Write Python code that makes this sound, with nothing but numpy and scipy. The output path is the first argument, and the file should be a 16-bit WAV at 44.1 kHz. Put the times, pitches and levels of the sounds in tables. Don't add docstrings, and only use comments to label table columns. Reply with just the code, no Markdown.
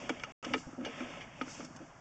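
import sys
import numpy as np
from scipy import signal
from scipy.io import wavfile
from scipy.ndimage import uniform_filter1d

SR = 44100
rng = np.random.default_rng(int(sys.argv[2]) if len(sys.argv) > 2 else 0)


def boost_factor(decibels):
    exponent = np.asarray(decibels, float) / 20
    return 10 ** exponent


def pcm_store(signal):
    levels = np.round(np.clip(np.atleast_2d(signal), -1, 1) * 32767)
    wavfile.write(sys.argv[1], SR, levels.astype(np.int16).T)


N = 88244

PATCHY_DB = 0.9


def rms_one(x):
    return x / np.sqrt(np.mean(x ** 2) + 1e-20)


def drift(rate_hz):
    pole = np.exp(-80 * np.pi * rate_hz / SR)
    noise = rng.standard_normal(N // 40 + 2002)
    slow = signal.lfilter([1], [1, -2 * pole, pole * pole], noise)[2000:]
    return np.interp(np.arange(N) / 40, np.arange(len(slow)), rms_one(slow))


def ring(x, hz, t60_s):
    pole = boost_factor(-60 / (t60_s * SR))
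    w = 2 * np.pi * hz / SR
    return signal.lfilter([0, np.sin(w)], [1, -2 * pole * np.cos(w), pole * pole], x + 1e-18)


def grit(size, contacts_per_s):
    spread_db = 2.2
    when, sign, strength = rng.random((3, size))
    hits = (when < contacts_per_s / SR) * np.sign(sign - 0.5)
    return hits * boost_factor(-spread_db * np.log(strength + 0.0033))


def bandpass(x, low_hz, high_hz):
    return signal.sosfilt(signal.butter(2, [low_hz, high_hz], "band", fs=SR, output="sos"), x)


def coloured(source, spectrum, patchy_db):
    hz, db = np.transpose(spectrum)
    edges_hz = np.geomspace(hz[0], hz[-1], int(3 * np.log2(hz[-1] / hz[0])) + 2)
    out = 0
    together = drift(27)
    for k, (low, high) in enumerate(zip(edges_hz, edges_hz[1:])):
        band = bandpass(source[k % 2], low, high)
        level_db = np.interp(np.log(low * high) / 2, np.log(hz), db)
        out = out + band * boost_factor(level_db + patchy_db * (together / 2 + drift(15)))
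    return rms_one(out)


def strike(start_s, peak_db, length_s, rise_s, modes, favoured_hz, spread_db, crack_db):
    contacts_per_s, first_contact, detune = 4000, 7.0, 0.02
    focus_db = 8.0
    highs_sooner = 0.25
    crack_span = 1.674
    t = np.arange(SR // 5) / SR
    decay = t / max(length_s, 5e-4)
    run = (grit(len(t), contacts_per_s) + rng.standard_normal(len(t))) * (1 - np.exp(-t / rise_s))
    run[int(rise_s * SR)] += first_contact

    chance = rng.standard_normal((len(modes), 2))
    sound = 0
    for k, ((hz, level_db, t60_s), (level_dev, pitch_dev)) in enumerate(zip(modes, chance)):
        off_db = focus_db * np.log2(hz / favoured_hz) ** 2
        gain = boost_factor(level_db + spread_db * level_dev - off_db)
        felt = run * np.exp(-decay * (hz / favoured_hz) ** highs_sooner)
        mode = rms_one(ring(felt, hz * (1 + detune * pitch_dev), t60_s))
        sound = sound + gain * (-1) ** k * np.sqrt(t60_s) * mode

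    crack = bandpass(run * np.exp(-decay), favoured_hz / crack_span, min(favoured_hz * crack_span, 9000))
    sound = sound + boost_factor(crack_db) * rms_one(crack)

    peak = np.sqrt(2 * uniform_filter1d(sound ** 2, size=200).max())
    out = np.zeros(N + len(t))
    i = int(start_s * SR)
    out[i:i + len(t)] = boost_factor(peak_db) * sound / peak
    return out[:N]


def scrape(drag_db):
    # [f/Hz, density/dB per Hz]
    colour = [(88, -42), (150, -12.5), (247, 2), (431, -17), (588, -7), (1450, -12.5), (2210, -8),
              (3230, -8.5), (3800, -29), (4940, -37.5), (8360, -120)]
    # [f/Hz, level/dB, t60/s]
    mouth_modes = [(571, 6, 0.028), (1288, -0.5, 0.04), (1730, -9, 0.014), (2203, 1, 0.034),
                   (2813, -14, 0.022), (3200, -2, 0.028), (3600, -9, 0.022)]
    flicker_db = 2.5
    ring_db = -1.5
    grains = np.array([grit(N, 5000), grit(N, 5000)])
    body = 0
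    for k, (hz, db, t60_s) in enumerate(mouth_modes):
        gain = boost_factor(db + flicker_db * drift(17)) * (-1) ** k
        body = body + gain * ring(grains[k % 2], hz, t60_s)
    return boost_factor(drag_db) * (coloured(grains, colour, PATCHY_DB) + boost_factor(ring_db) * rms_one(body))


def glove(slip_db):
    # [f/Hz, density/dB per Hz]
    colour = [(3600, -21.5), (4200, 12.5), (4800, -1), (6000, 7), (7200, 4), (8300, -1), (9200, -20)]
    return boost_factor(slip_db) * coloured(rng.standard_normal((2, N)), colour, PATCHY_DB)


def knocks():
    # [t/s, peak/dB, favoured f/Hz, clatter/s]
    hits = [(0.0914, -39, 5540, 0.0087), (0.0937, -26, 1140, 0.0048), (.094, -31.5, 2380, 0.0053),
            (0.1, -33.5, 520, 0.008), (0.1971, -41.5, 3100, .004), (0.2362, -28, 1500, 0.0025),
            (0.235, -37.5, 3400, 0.0071), (.445, -36, 1120, 0.0046), (.4475, -34, 3200, 0.0054),
            (0.4501, -46, 5500, 0.0017), (0.5353, -30.5, 2570, 0.0062), (.5372, -23.5, 1850, 0.0078),
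            (.539, -24, 830, 0.0038), (.580, -42, 2590, .003), (0.8106, -47.5, 1180, 0.0016),
            (.848, -38.5, 2070, 0.0023), (0.849, -47.5, 5200, .004), (0.85, -35.5, 2900, 0.017),
            (0.861, -35, 600, 0.002), (.874, -36.5, 600, 0.0072), (1.0051, -36, 1500, 0.0023),
            (1.2079, -42, 2170, 0.018), (1.4123, -26.5, 1150, 0.0011), (1.4152, -36, 2800, 0.0052),
            (1.4796, -43.5, 1290, 0.011), (1.6033, -40, 864, 0.0026), (1.648, -42.5, 6300, .008),
            (1.7628, -45, 5530, 0.0062), (1.7908, -49, 1240, 0.0022)]
    # [f/Hz, level/dB, t60/s]
    frame_modes = [(444, 3, 0.1), (541, 5, 0.03), (896, -6, 0.038), (944, -11, 0.042), (1253, -1, 0.043),
                   (1286, 1.5, 0.041), (1500, -13, 0.028), (1722, -8, 0.015), (2316, -2.5, 0.032),
                   (2856, -6.5, 0.052), (3400, -2.5, 0.014), (5030, -2.5, 0.0048), (5350, -6.5, .015),
                   (6300, 4, 0.0087)]
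    gain_db, rise_s, spread_db, crack_db = -1, 0.0008, 2.0, -15.5
    return sum(strike(s - 0.0005, db + gain_db, length_s, rise_s, frame_modes, hz, spread_db, crack_db)
               for s, db, hz, length_s in hits)


def bumps():
    # [t/s, peak/dB, favoured f/Hz, rub/s]
    hits = [(0.036, -45, 250, 0.0033), (.101, -28.5, 250, 0.0054), (.112, -40.5, 105, 0.0039),
            (.465, -34, 250, 0.0077), (.503, -33.5, 285, 0.02), (.544, -32.5, 314, 0.018),
            (0.547, -38, 110, 0.01), (0.552, -33.5, 250, 0.0083), (0.669, -40, 280, 0.0093),
            (0.688, -47, 250, .005), (0.727, -42.5, 320, 0.0055), (0.779, -33.5, 250, 0.015),
            (.808, -35.5, 320, 0.036), (0.844, -43, 310, 0.0046), (1.006, -33.5, 250, .008),
            (1.021, -36, 250, .006), (1.082, -56.5, 500, .01), (1.171, -43.5, 500, 0.019),
            (1.413, -31.5, 250, 0.0069), (1.443, -45.5, 250, 0.0079), (1.472, -40, 250, 0.0039),
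            (1.593, -41.5, 284, 0.0097), (1.627, -40, 250, 0.013), (1.691, -46, 220, 0.01),
            (1.749, -48.5, 200, 0.0066), (1.803, -44, 300, 0.017), (1.938, -55.5, 150, 0.0068)]
    # [f/Hz, level/dB, t60/s]
    drum_modes = [(105, -36, 0.15), (150, -25, 0.027), (250, -7, 0.12), (320, -5, 0.055), (490, -8, 0.046),
                  (570, 0, 0.025)]
    rise_s, spread_db, crack_db = 0.0029, 2.0, -80.5
    return sum(strike(s - 0.003, db, length_s, rise_s, drum_modes, hz, spread_db, crack_db)
               for s, db, hz, length_s in hits)


def room_air():
    # [f/Hz, density/dB per Hz]
    colour = [(12, -69.5), (20, -14), (80, -12), (151, -1), (229, -12), (527, -22.5), (563, -10),
              (1800, -18), (3800, -66), (4940, -98), (8360, -120)]
    return boost_factor(-54.5) * coloured(rng.standard_normal((2, N)), colour, 2 * PATCHY_DB)


def scene():
    # [t/s, pipe drag/dB, glove slip/dB]
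    feed = [(0, -48.5, -55.5), (.12, -50, -61.5), (0.298, -56.5, -64.5), (0.449, -47, -57.5),
            (0.552, -51, -58), (.59, -57.5, -50.5), (0.629, -63, -59), (.78, -65, -67.5), (0.869, -50, -63),
            (0.999, -47, -58), (1.22, -50, -61.5), (1.281, -58, -67.5), (1.45, -54.5, -60.5),
            (1.509, -55, -48), (1.622, -52, -54), (1.691, -66, -62.5), (1.85, -64, -65.5),
            (2.0, -71.5, -69)]
    s, drag_db, slip_db = np.transpose(feed)
    t = np.arange(N) / SR
    rubs = scrape(np.interp(t, s, drag_db)) + glove(np.interp(t, s, slip_db))
    return (rubs + knocks() + bumps() + room_air())[None]


def roll_off(x):
    return signal.sosfilt(signal.butter(12, 8890, fs=SR, output="sos"), x)


def record(dry):
    dip_hz, dip_depth = 4010, 0.72
    x = dry
    for width_hz in (900, 250):
        x = x - dip_depth * signal.lfilter(*signal.iirpeak(dip_hz, dip_hz / width_hz, fs=SR), x)
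    x = signal.sosfilt(signal.butter(4, 6850, fs=SR, output="sos"), x)
    t = np.arange(N) / SR
    x = x * ((t < 0.3217) | (t > 0.4270))
    x = signal.sosfilt(signal.cheby2(12, 60, 9580, fs=SR, output="sos"), x)
    return roll_off(x)


dry = scene()
out = record(dry)
pcm_store(out)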